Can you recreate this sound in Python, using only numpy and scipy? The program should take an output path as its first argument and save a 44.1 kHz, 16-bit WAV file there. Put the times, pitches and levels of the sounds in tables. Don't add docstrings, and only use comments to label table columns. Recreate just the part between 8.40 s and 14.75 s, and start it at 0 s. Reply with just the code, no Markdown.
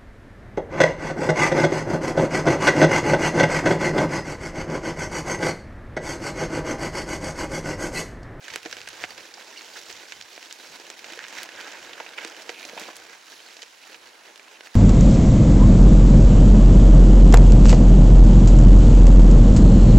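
import sys
import numpy as np
from scipy import signal
from scipy.fft import rfft, irfft, next_fast_len
from scipy.io import wavfile
from scipy.ndimage import uniform_filter1d

SR = 44100
rng = np.random.default_rng(int(sys.argv[2]) if len(sys.argv) > 2 else 0)


def digitize_waveform(pressure):
    field = np.atleast_2d(pressure).T
    bounded = np.clip(field, -1, 1)
    quanta = np.round(bounded * 32767).astype(np.int16)
    wavfile.write(sys.argv[1], SR, quanta)


N = 280211
TIME = np.arange(N) / SR
LEAD_S = .004

# t/s, crunch/dB, drumming/dB, sand/dB
ROLLING = [(0.0, -60.5, -64.5, -57.5), (0.34, -47.5, -54, -47), (0.9, -49, -51.5, -48),
           (1.57, -49, -53.5, -44.5), (1.82, -50, -57, -48), (2.37, -50, -52.5, -48),
           (2.83, -46, -51, -47.5), (3.13, -44.5, -51.5, -48.5), (3.32, -47.5, -51.5, -46.5),
           (3.77, -46, -50.5, -49.5), (4.14, -47, -48, -46.5), (4.32, -51, -50.5, -49.5),
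           (4.69, -48, -53, -49.5), (4.81, -52.5, -61, -52.5), (4.87, -50.5, -58, -49.5),
           (5.13, -50.5, -58, -50), (5.25, -54.5, -60, -51), (5.37, -57, -64, -54.5),
           (5.48, -56, -58, -54.5), (5.64, -52, -57, -53.5), (6.35, -52.5, -56, -52.5)]
def tyres(drum_gain_db=-1.26, crunch_gain_db=-4.0, sand_gain_db=-3.0, drum_follow=0.73, uneven_db=1.37):
    crunch_db, drum_db, sand_db = curves(ROLLING)
    rise_db, sand_rise_db = give_way()
    grains = grit()
    drum = unit(band(grains, 30, 1018)) * undb(drum_db + drum_gain_db + drum_follow * rise_db)
    crunch = unit(band(grains, 1050, 2950)) * undb(crunch_db + crunch_gain_db + rise_db)
    sand = unit(band(grains, 2980, 30000)) * undb(sand_db + sand_gain_db + sand_rise_db)
    return (drum + crunch + sand) * undb(uneven_db * walk(per_s=24))


# centre t/s, length/s, crunch change/dB, sand change/dB
LOOSE_PATCHES = [(0.102, 0.17, 14, 8), (0.375, 0.037, 4, 1.5), (0.618, 0.066, 6.5, 4),
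                 (0.797, 0.035, 4.5, 1.5), (1.18, 0.015, -3, 2), (1.374, 0.045, 6.5, 6), (1.5, 0.047, 3, 2),
                 (1.59, 0.082, 3, -1.5), (2.067, 0.16, 1, 2), (2.355, 0.026, 10.5, 6),
                 (2.586, 0.029, 0.5, 6), (2.76, 0.09, 2, 1), (2.981, 0.11, 5, 6.5), (3.215, 0.12, 6, 1.5),
                 (3.349, 0.064, 7.5, 1), (3.546, 0.18, 5.5, 1.5), (3.82, 0.1, 7.5, 5.5),
                 (4.42, 0.14, 11, 8), (4.73, 0.048, 1, 0), (5.506, 0.095, 5.5, 4), (5.82, 0.14, 3.5, 0),
                 (6.26, 0.03, 5, 8), (6.347, 0.011, 13.5, 3)]
def give_way():
    return sum(np.outer([crunch_db, sand_db], swell(s, length_s))
               for s, length_s, crunch_db, sand_db in LOOSE_PATCHES)


def grit(per_s=4200, spread_db=3.0, bite_db=0.08, patch_db=2.0, ring_db=10, ring_width=0.071, kinds=40):
    tread_db = bite_db * walk(per_s=150)
    out = np.zeros((2, N))
    for hz in np.geomspace(600, 8000, kinds):
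        gap, size, polarity = rng.random((3, N // 100))
        at = (np.cumsum(exponential(gap)) * SR * kinds / per_s).astype(int)
        force = np.sign(polarity - .5) * undb(spread_db * np.minimum(exponential(size), 5.0))
        at, force = at[at < N], force[at < N]
        force = force * undb(tread_db[at] + patch_db * walk(per_s=51)[at])
        stone = clack(rattle=0.57, crack_s=0.00036, rattle_s=0.0031, apart=0.28)
        stone = stone + undb(ring_db) * ring(stone, hz, ring_width * hz)
        out += signal.oaconvolve(np.bincount(at, force, N)[None], stone, axes=-1)[:, :N]
    return through_tyre(out)


# t/s, level/dB, ring f/Hz, thud/dB, snap/dB, splinter/dB, rattle share/0-1
STONE_POPS = [(0.0819, -8, 1790, -8, -1, -1, 0.7), (0.1025, -11, 2000, -20.5, 2, -15.0, 0.9),
              (0.1375, -7, 1940, 3, 1.5, 2, 0.9), (0.1593, 1.5, 8280.0, 1, -4.5, 4.5, 0.11),
              (0.2309, -17, 2650.0, -16.5, 2, 9, 0.4), (0.2517, -11.5, 5150.0, 8, -4, -5, 0.8),
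              (0.2591, -6, 1970, 8.5, -3, -7, 0.76), (0.3123, -12.5, 13000.0, -19, 2, 4, 0.5),
              (0.3271, -3, 5300, 0, -3, -9, 0.46), (0.3682, -13, 2650.0, 4.5, 1, 4, 0.34),
              (0.3857, -14, 3520.0, -7, -5, -10.0, 0.1), (0.4051, -18, 2650.0, -8.5, 1, 3.5, 0.15),
              (0.4156, -13.5, 2650.0, -30, 2, -8.0, 0.12), (0.4739, -10.5, 1800, 0, -3, 0, 0.5),
              (0.4764, -10, 1800, -1, -3, 0, 0.06), (0.4877, -10.5, 9700, -18, 3, 8.5, 0.5),
              (0.5026, -16, 2910.0, -14.5, 2, -11.5, 0.9), (0.5305, -22, 2650.0, 5, 7, -6, 0),
              (0.634, -18, 4680, -8, 3, -5, 0.3), (0.6393, 0.5, 2170, 1, -10, -17, 0),
              (0.642, -5.5, 1500, -2, -13, -8, 0.8), (0.646, -6.5, 2400, -8, -7, -10, 0.2),
              (0.707, -24, 6200, -10, -2, 13, 0.4), (0.7784, -9, 4680.0, 2, -5.5, -1, 0.9),
              (0.94, -18.5, 4680.0, -10, 7.5, 1, 0.6), (1.018, -17.5, 1670, 1, -7, 0, 0.9),
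              (1.21, -11.5, 3950, -4, -11, -25, 0.2), (1.369, -18, 1600, -11, 4, 6, 0.94),
              (1.5008, -10.5, 5270, 2, -2.5, -2, 0.55), (1.5266, -22, 6230.0, 0, 9.5, -4.0, 0.7),
              (1.5665, -19, 3520.0, -7.5, 5, -10, 0.8), (1.6348, -17, 7530.0, 10, -5, -5.0, 0.7),
              (1.722, -7.5, 2320, -2, 0.5, -9, 0.57), (1.8123, -11, 3540.0, -22, 1, -10.0, 0.16),
              (1.8235, -22.5, 2910.0, 2, 12, -3, 0.3), (1.9781, -13.5, 2400, 11, -11, -11, 0.3),
              (2.0283, -17, 2410.0, -15.5, 2, -7, 0.4), (2.0396, -21, 3200.0, -4, 2, -4, 0.64),
              (2.0583, -18, 3200.0, -11, 1, -12.5, 0.5), (2.1101, -10, 3520.0, -10.5, -4, -14.5, 0.5),
              (2.1262, -17, 7450, -12.0, 9.5, 12, 0.02), (2.2549, -21, 3200.0, -1, -17, -13, 0.12),
              (2.298, -27, 6200, -5, 6, 11, 0.3), (2.3581, -17, 4260.0, 3, 0, 8.0, 0.8),
              (2.399, -17, 5200, 11.5, -1, 2, 0.6), (2.4673, -18, 6230.0, -1, -3, 7, 0.1),
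              (2.5017, -10, 7340, 4, 2, 3, 0.3), (2.592, -15, 2400, -5, -1, 5, 0.5),
              (2.6436, -10.5, 2410.0, 0, 1.5, -10.5, 0.7), (2.7225, -15, 2400.0, 2, 3, 8, 0.6),
              (2.7354, -13, 2910.0, -2, -1.5, -1, 0.3), (2.7575, -25, 9000.0, 0.0, 4.0, 12.0, 0.8),
              (2.775, -17.5, 2000.0, 6, 2, -1, 0.3), (2.7913, -7.5, 1640, -21, -4, -13.5, 0),
              (2.8241, -13, 9100.0, -23.5, -12, -14, 1.0), (2.8407, -7, 3870.0, -12, -10.5, -16, 0.25),
              (2.8497, -12.5, 1650.0, -20.0, -8, -23.0, 0.05), (2.867, -14, 2300.0, -5, -7, 0.0, 0.1),
              (2.8825, -20, 7000.0, -1, 5, 14, 0.7), (2.9849, -8, 2000, -15, -5, -3, 0.9),
              (3.0322, -13.5, 3180, -8, 6.5, 22.5, 0.1), (3.0899, -12, 1810.0, 6, -5, -12.5, 0.3),
              (3.1615, -24.5, 5150.0, 9, 7, 0.5, 0.4), (3.2009, -20, 4680.0, -4.0, 2, 11, 0.8),
              (3.2114, -13.5, 4260.0, -4, -2, 7, 0), (3.2461, -26, 3520.0, 3.5, 8, -14.5, 0.03),
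              (3.2737, -13.5, 1500.0, 11.5, 2, -9.0, 0.97), (3.3212, -15, 2410.0, -1, 1, -8.5, 0.57),
              (3.389, -28, 7500, -5, 4, 12, 0.3), (3.5321, -9, 3520.0, -9, -6, -7, 0.8),
              (3.6012, -4.5, 1450, 9, -7.0, -24, 0.9), (3.664, -12, 2650, -3, -6, -8, 0.7),
              (3.7343, -15.5, 1650.0, -1, -6, -8, 0.4), (3.778, -15, 2900, -2, -2, 6, 0.3),
              (3.7814, 0, 3250, -16, -24, -13, 0.6), (3.7871, -4, 1770, 2, -10, -15.0, 0.5),
              (3.8486, -3.5, 8340, -4, -1, -5, 0.13), (3.8746, -12, 4680.0, -13, -2, 9, 0.9),
              (3.899, -23.5, 6230.0, -9.0, 6, 4, 0.1), (3.948, -20, 2000.0, 4, -4, -3.0, 0.2),
              (3.9665, -15.5, 2910.0, -13.0, -3, 6, 0.13), (4.009, -24, 1700.0, 3, -3.0, -5.0, 0.3),
              (4.02, -20, 5200, -5, 5.5, 15, 1), (4.093, -2.5, 2410.0, -4, -2, -9.0, 0.7),
              (4.1014, -22, 3520.0, 12, 10, 3, 0.03), (4.1967, -21, 4260.0, -10.0, 6, -12.0, 0.3),
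              (4.2101, -11, 3520.0, -10, -22.5, -15.0, 0.4), (4.2294, -23, 3870.0, -23, 7, -1.5, 0.2),
              (4.2516, -17, 2410.0, 15, 11.5, 0, 0.5), (4.2895, -10, 4680.0, -12, -7, -7.5, 0.8),
              (4.2958, -14, 1990.0, -20, 2, -9.0, 0.34), (4.3762, -5, 3870.0, 3, -11, -11, 0.7),
              (4.3885, -16, 2600, 0, -7, -6, 0.6), (4.3973, -19.5, 13000.0, 12, 13, 17, 0.5),
              (4.437, -15, 3300, 2, -1, -4, 0.5), (4.488, -19, 1300, 16, -9, -8, 0.5),
              (4.503, -14, 1150, 8, -6, -8, 0.5), (4.556, -18, 13000.0, -8.0, 5, 9, 0.9),
              (4.5668, -19.5, 8280.0, -14.0, 6, 21, 0.4), (4.731, -15.5, 1850, -9, -6, 1, 0.8),
              (4.9205, -31, 3200.0, 12, 15, 7, 0.21), (5.003, -18, 3200, 0, -3, 1, 0.6),
              (5.1676, -21, 2910.0, 8, 9.5, -10, 0.41), (5.191, -20, 2100.0, 9, -5, -8, 0.9),
              (5.2199, -13, 3200.0, -12, 5.5, 0.0, 0.9), (5.2298, -18, 2910.0, 8.5, 8.5, 7, 0.4),
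              (5.2341, -18, 2420, -7, 1, -10.0, 0.4), (5.53, -19.5, 2650, 7, 2, -8, 0.5),
              (5.5445, -13.5, 2650.0, 1, -1, -16, 0.6), (5.558, -24, 1800, 14, -3, -5, 0.4),
              (5.673, -29, 4260, -4, 4, 8, 0.2), (5.695, -28, 3500, -6, -2, 2, 0.4),
              (5.9591, -19.5, 3520.0, 2, 1, 8, 0.3), (5.977, -21, 4700, -3, -1, 9, 0.5),
              (5.996, -16.5, 2440, 5, -7, -4, 0.8), (6.081, -22, 2600, 3, -9, -3, 0.3),
              (6.2081, -11, 4260.0, 3, -8, -7.5, 0.45), (6.261, -17, 5200, 2, -10, 7, 0.7),
              (6.2717, -16, 1810.0, -25, -9, 4, 0), (6.344, -21, 5200, 5, 1, 12, 0.7)]
def stones(gain_db=0.35, ring_db=2, ring_width=0.2, clean_s=0.0026, crumble_s=0.0048):
    out = np.zeros((2, N))
    for s, db, hz, thud_db, snap_db, splinter_db, rattle in list(STONE_POPS) + pebbles():
        rattle_s = clean_s + crumble_s * rattle
        hit = clack(rattle, crack_s=.0005, rattle_s=rattle_s, apart=0.4, rise_s=0.00056)
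        hit = hit + undb(ring_db) * ring(hit, hz, ring_width * hz)
        tone = [(150, thud_db - 10), (320, thud_db), (700, thud_db), (1200, 0), (2800, 0),
                (4400, snap_db), (7000, snap_db), (10500, splinter_db), (12500, splinter_db - 8)]
        add(out, s - LEAD_S, undb(db + gain_db) * colour(hit, tone))
    return through_tyre(out)


def pebbles(over_db=19.0, spread_db=2, centre_hz=4000, spread_oct=0.27, max_rattle=0.75, count=60):
    when, rattle = rng.random((count, 2)).T
    size, pitch, heavy, brittle = np.clip(rng.standard_normal((count, 4)).T, -2, 2)
    s = when * N / SR
    db = np.interp(s, TIME, curves(ROLLING)[0]) + over_db + spread_db * size
    hz = centre_hz * 2 ** (spread_oct * pitch)
    thud_db, snap_db, splinter_db = -9 + 4 * heavy, 2 + 2 * brittle, -2 + 4 * brittle
    return list(zip(s, db, hz, thud_db, snap_db, splinter_db, max_rattle * rattle))


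def clack(rattle, crack_s, rattle_s, apart, rise_s=0.00059, size=2048):
    t = np.arange(size) / SR - LEAD_S
    crack, shared, left, right = rng.standard_normal((4, size))
    crack = unit(crack * (t >= 0) * np.exp(-np.abs(t) / crack_s))
    tail = np.sqrt(1 - apart) * shared + np.sqrt(apart) * np.array([left, right])
    tail = unit(tail * np.exp(np.minimum(t / rise_s, -t / rattle_s)))
    hit = np.sqrt(1 - rattle) * crack + np.sqrt(rattle) * tail
    power = uniform_filter1d(np.mean(np.abs(rfft(hit)) ** 2, axis=0), size=41)
    whitening = np.column_stack([np.fft.rfftfreq(size, 1 / SR), -10 * np.log10(power)])[1:]
    return unit(colour(hit, whitening)) / np.sqrt(size)


# f/Hz, width/Hz, gain/dB
TYRE_MODES = [(332, 61, -4.5), (473, 28, -7.5), (712, 26, -23), (900, 41, -21), (1600, 470, -0.5)]
# f/Hz, gain/dB
GRAVEL_SPECTRUM = [(60, -41), (110, -25), (180, -11), (300, -4), (480, 1), (850, -1), (1120, -3.5),
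                   (1600, -0.5), (2500, 3), (3500, 0.5), (6300, -1.5), (8000, -8.5), (9300, -16.5),
                   (15500, -17)]
def through_tyre(blows):
    ringing = sum(undb(db) * ring(blows, hz, width_hz) for hz, width_hz, db in TYRE_MODES)
    return colour(blows + ringing, GRAVEL_SPECTRUM)


# t/s, lower f/Hz, lower level/dB, upper f/Hz, upper level/dB
BUMPS = [(0.2579, 348, -32.5, 720, -30.5), (0.639, 250, -51, 726, -33), (1.978, 385, -51, 735, -49),
         (2.72, 292, -36, 630, -44), (2.774, 470, -38, 730, -52), (3.602, 575, -42, 950, -25.5),
         (3.66, 470, -45, 630, -40), (3.849, 288, -28.5, 470, -36.5), (4.092, 430, -31, 816, -30),
         (4.331, 247, -38.5, 550, -31.5), (4.366, 220, -41, 630, -32), (4.375, 730, -40, 900, -26),
         (4.412, 264, -28, 468, -44), (4.482, 517, -35.5, 730, -39)]
# f/Hz, decay/s
FRAME_MODES = [(215, 0.0045), (330, 0.0092), (475, 0.0084), (630, 0.0035), (735, 0.0079), (835, 0.002),
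               (925, 0.0042)]
def knocks(gain_db=1.5, push_s=0.00053, width_oct=0.2, detune=0.0082):
    out = np.zeros((2, N))
    t = TIME[:SR // 10]
    attack = 1 - np.exp(-t / push_s)
    for s, low_hz, low_db, high_hz, high_db in BUMPS:
        ringing = 0
        for k, (hz, decay_s) in enumerate(FRAME_MODES):
            weight = sum(undb(db) * np.exp(-(np.log2(hz / group_hz) / width_oct) ** 2 / 2)
                         for group_hz, db in [(low_hz, low_db), (high_hz, high_db)])
            phase = 2 * np.pi * hz * (1 + detune * rng.standard_normal()) * t
            ringing += (-1) ** k * weight * np.sin(phase) * np.exp(-t / decay_s)
        add(out, s, undb(gain_db) * attack * ringing)
    return colour(out, [(80, -35), (170, 0.5), (280, -1.5)])


def dust(per_s=450, spread_db=3.0, level_db=-61.0, sand_follow=0.89, patch_db=4.0):
    chance, size = rng.random((2, N))
    ticks = (chance < per_s / SR) * undb(spread_db * np.minimum(exponential(size), 4.0))
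    speck = clack(rattle=0.83, crack_s=0.0011, rattle_s=0.00081, apart=0.055, rise_s=0.00024)
    speck = colour(speck, [(1000, -47), (4000, 20.5), (7500, -2), (10500, 9.5), (12500, 1.5), (15500, 1)])
    load = undb(sand_follow * curves(ROLLING)[2] + give_way()[1] + patch_db * walk(per_s=5.9))
    crackle = signal.oaconvolve((ticks * load)[None], speck, axes=-1)[:, :N]
    return undb(level_db) * unit(crackle)


def clinks(over_db=9, spread_db=2, centre_hz=2300, spread_oct=0.408, decay_s=0.0022, push_s=0.00053,
           count=170):
    out = np.zeros((2, N))
    t = TIME[:SR // 30]
    crunch_db = curves(ROLLING)[0]
    envelope = np.exp(-t / decay_s) * (1 - np.exp(-t / push_s))
    for when, (size, pitch) in zip(rng.random(count), np.clip(rng.standard_normal((count, 2)), -2, 2)):
        hz = centre_hz * 2 ** (spread_oct * pitch)
        db = crunch_db[int(when * N)] + over_db + spread_db * size
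        add(out, when * N / SR, undb(db) * envelope * np.sin(2 * np.pi * hz * t))
    return out


# t/s, length/s, ring f/Hz, level/dB
DRAGS = [(0.969, 0.02, 710, -47.5), (1.349, 0.031, 1570, -45.5), (2.753, 0.11, 1850, -49),
         (2.963, 0.036, 1740, -45.5), (3.165, 0.048, 1670, -46.5), (3.241, 0.055, 1550, -47),
         (3.332, 0.034, 1900, -56), (4.124, 0.083, 2460, -48.5), (4.217, 0.042, 2380, -46),
         (4.375, 0.023, 2650, -44.5), (4.478, 0.025, 1140, -46), (5.407, 0.046, 2630, -54),
         (5.51, 0.04, 2700, -62), (6.14, .04, 2680, -56), (6.253, 0.033, 2440, -57)]
def scrapes(slips_per_s=900, base_width_hz=220, width_share=0.23, gain_db=1):
    out = np.zeros((2, N))
    t = TIME[:SR // 8]
    for s, length_s, hz, db in DRAGS:
        chance, force = rng.random(len(t)), rng.standard_normal(len(t))
        envelope = np.sin(np.pi * np.minimum(t / length_s, 1))
        slips = force * (chance < slips_per_s / SR) * envelope
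        width_hz = base_width_hz + width_share * hz
        ringing = unit(ring(ring(slips, hz, width_hz), hz, width_hz))
        add(out, s, undb(db + gain_db) * ringing * np.sqrt(length_s * SR / len(t)))
    return out


# t/s, f/Hz, length/s, fundamental/dB, octave/dB
PINCHES = [(1.166, 2850, .019, -39, -46), (1.177, 2250, .012, -47, -38.5), (1.187, 2200, .012, -47, -39.5),
           (5.061, 2230, .022, -62, -47.5), (5.101, 2200, .013, -62, -48.5)]
def squeaks(sag=0.06, waver=0.026, rough=0.45):
    out = np.zeros((2, N))
    unsteady = 1 + waver * walk(per_s=940)
    grip = 1 + rough * walk(per_s=1800)
    for s, hz, length_s, first_db, octave_db in PINCHES:
        progress = np.linspace(0, 1, int(length_s * SR))
        span = int(s * SR) + np.arange(len(progress))
        pitch_hz = hz * (1 - sag * (progress - .5)) * unsteady[span]
        phase = 2 * np.pi * np.cumsum(pitch_hz) / SR
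        tone = undb(first_db) * np.sin(phase) + undb(octave_db) * np.sin(2 * phase)
        add(out, s, grip[span] * np.sin(np.pi * progress) * tone)
    return out


# centre t/s, length/s, level/dB
AIR_PUFFS = [(0.136, 0.077, -54.5), (0.393, 0.28, -60), (0.645, 0.05, -55), (0.765, 0.1, -63),
             (1.53, 0.078, -64), (1.802, 0.079, -60.5), (2.312, 0.062, -65), (2.763, .05, -77),
             (2.985, 0.036, -65), (3.16, 0.038, -64), (3.447, 0.15, -70), (4.385, 0.081, -73),
             (4.602, 0.09, -71), (5.646, 0.13, -72.5)]
# f/Hz, gain/dB
AIR_SPECTRUM = [(20, -15), (55, -4), (95, 1), (150, 0.5), (260, -7.5), (900, -102)]
def air(wind_db=-84.5, sand_follow=1.6, flutter_db=3, puff_gain_db=-3):
    noise = rng.standard_normal(N) + rng.standard_normal((2, N))
    sand_db = curves(ROLLING)[2]
    wind = undb(wind_db + sand_follow * (sand_db - sand_db.mean()) + flutter_db * walk(per_s=7.2))
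    puffs = sum(undb(db + puff_gain_db) * swell(s, length_s) for s, length_s, db in AIR_PUFFS)
    return unit(colour(noise, AIR_SPECTRUM, size=4096)) * (wind + puffs)


# f/Hz, gain/dB
HISS_SPECTRUM = [(100, -1), (1000, 22.5), (6000, 8.5), (10500, 5), (13000, -0.5), (16000, -7)]
# f/Hz, left level/dB
WHINE_TONES = [(9890, -72), (9950, -73)]
def camera_noise(hiss_db=-56.0, right_db=-11, wander_hz=4, jitter_hz=14):
    hiss = unit(colour(rng.standard_normal((2, N)), HISS_SPECTRUM))
    drift_hz = wander_hz * walk(per_s=10) + jitter_hz * walk(per_s=940)
    whine = sum(undb(db) * unit(np.sin(2 * np.pi * np.cumsum(hz + drift_hz) / SR))
                for hz, db in WHINE_TONES)
    return undb(hiss_db) * hiss + np.array([whine, undb(right_db) * whine])


# f/Hz, left minus right/dB
BODY_SHADE = [(100, 1), (400, -1.5), (1300, -4), (2400, -4), (7000, -5), (11000, -1)]
def ports(sound, shared_hz=420):
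    left, right = sound
    bass_side = band((left - right)[None] / 2, 1, shared_hz, order=1)
    left = colour(left - bass_side, [(hz, db / 2) for hz, db in BODY_SHADE])
    right = colour(right + bass_side, [(hz, -db / 2) for hz, db in BODY_SHADE])
    return np.vstack([left, right])


def undb(db):
    return 10 ** (np.asarray(db) / 20)


def unit(x):
    return x / np.sqrt(np.mean(x ** 2))


def exponential(uniform):
    return -np.log(1 - uniform)


def curves(table):
    s, *columns = np.transpose(table)
    return [np.interp(TIME, s, column) for column in columns]


def swell(s, length_s):
    return .5 + .5 * np.cos(np.pi * np.clip((TIME - s) / length_s, -1, 1))


def walk(per_s):
    steps = rng.standard_normal(N // 10)
    return unit(np.interp(TIME * per_s, np.arange(len(steps)), steps))


def ring(x, hz, width_hz):
    return signal.lfilter(*signal.iirpeak(hz, hz / width_hz, fs=SR), x)


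def band(x, lo_hz, hi_hz, order=3):
    size = next_fast_len(N)
    hz = np.maximum(np.fft.rfftfreq(size, 1 / SR), 1)
    gain = 1 / (1 + (lo_hz / hz) ** (2 * order)) / (1 + (hz / hi_hz) ** (2 * order))
    return irfft(rfft(x, size) * gain, size)[:, :N]


def colour(x, points, size=1024):
    hz, db = np.transpose(points)
    grid_hz = np.maximum(np.fft.rfftfreq(size, 1 / SR), 1)
    gain = undb(np.interp(np.log(grid_hz), np.log(hz), db))
    cepstrum = irfft(np.log(gain))
    cepstrum[1:size // 2] *= 2
    cepstrum[size // 2 + 1:] = 0
    response = irfft(np.exp(rfft(cepstrum)))
    return signal.oaconvolve(x, response[None], axes=-1)[:, :x.shape[1]]


def add(out, s, sound):
    start = int(np.clip(s * SR, 0, N - 1))
    out[:, start:start + sound.shape[-1]] += sound[..., :N - start]


def scene():
    bike = tyres() + stones() + knocks() + dust() + clinks() + scrapes() + squeaks()
    return ports(bike) + air() + camera_noise()


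def record(dry, top_hz=15900):
    return signal.sosfilt(signal.ellip(10, .2, 70, top_hz, fs=SR, output="sos"), dry)


dry = scene()
out = record(dry)
digitize_waveform(out)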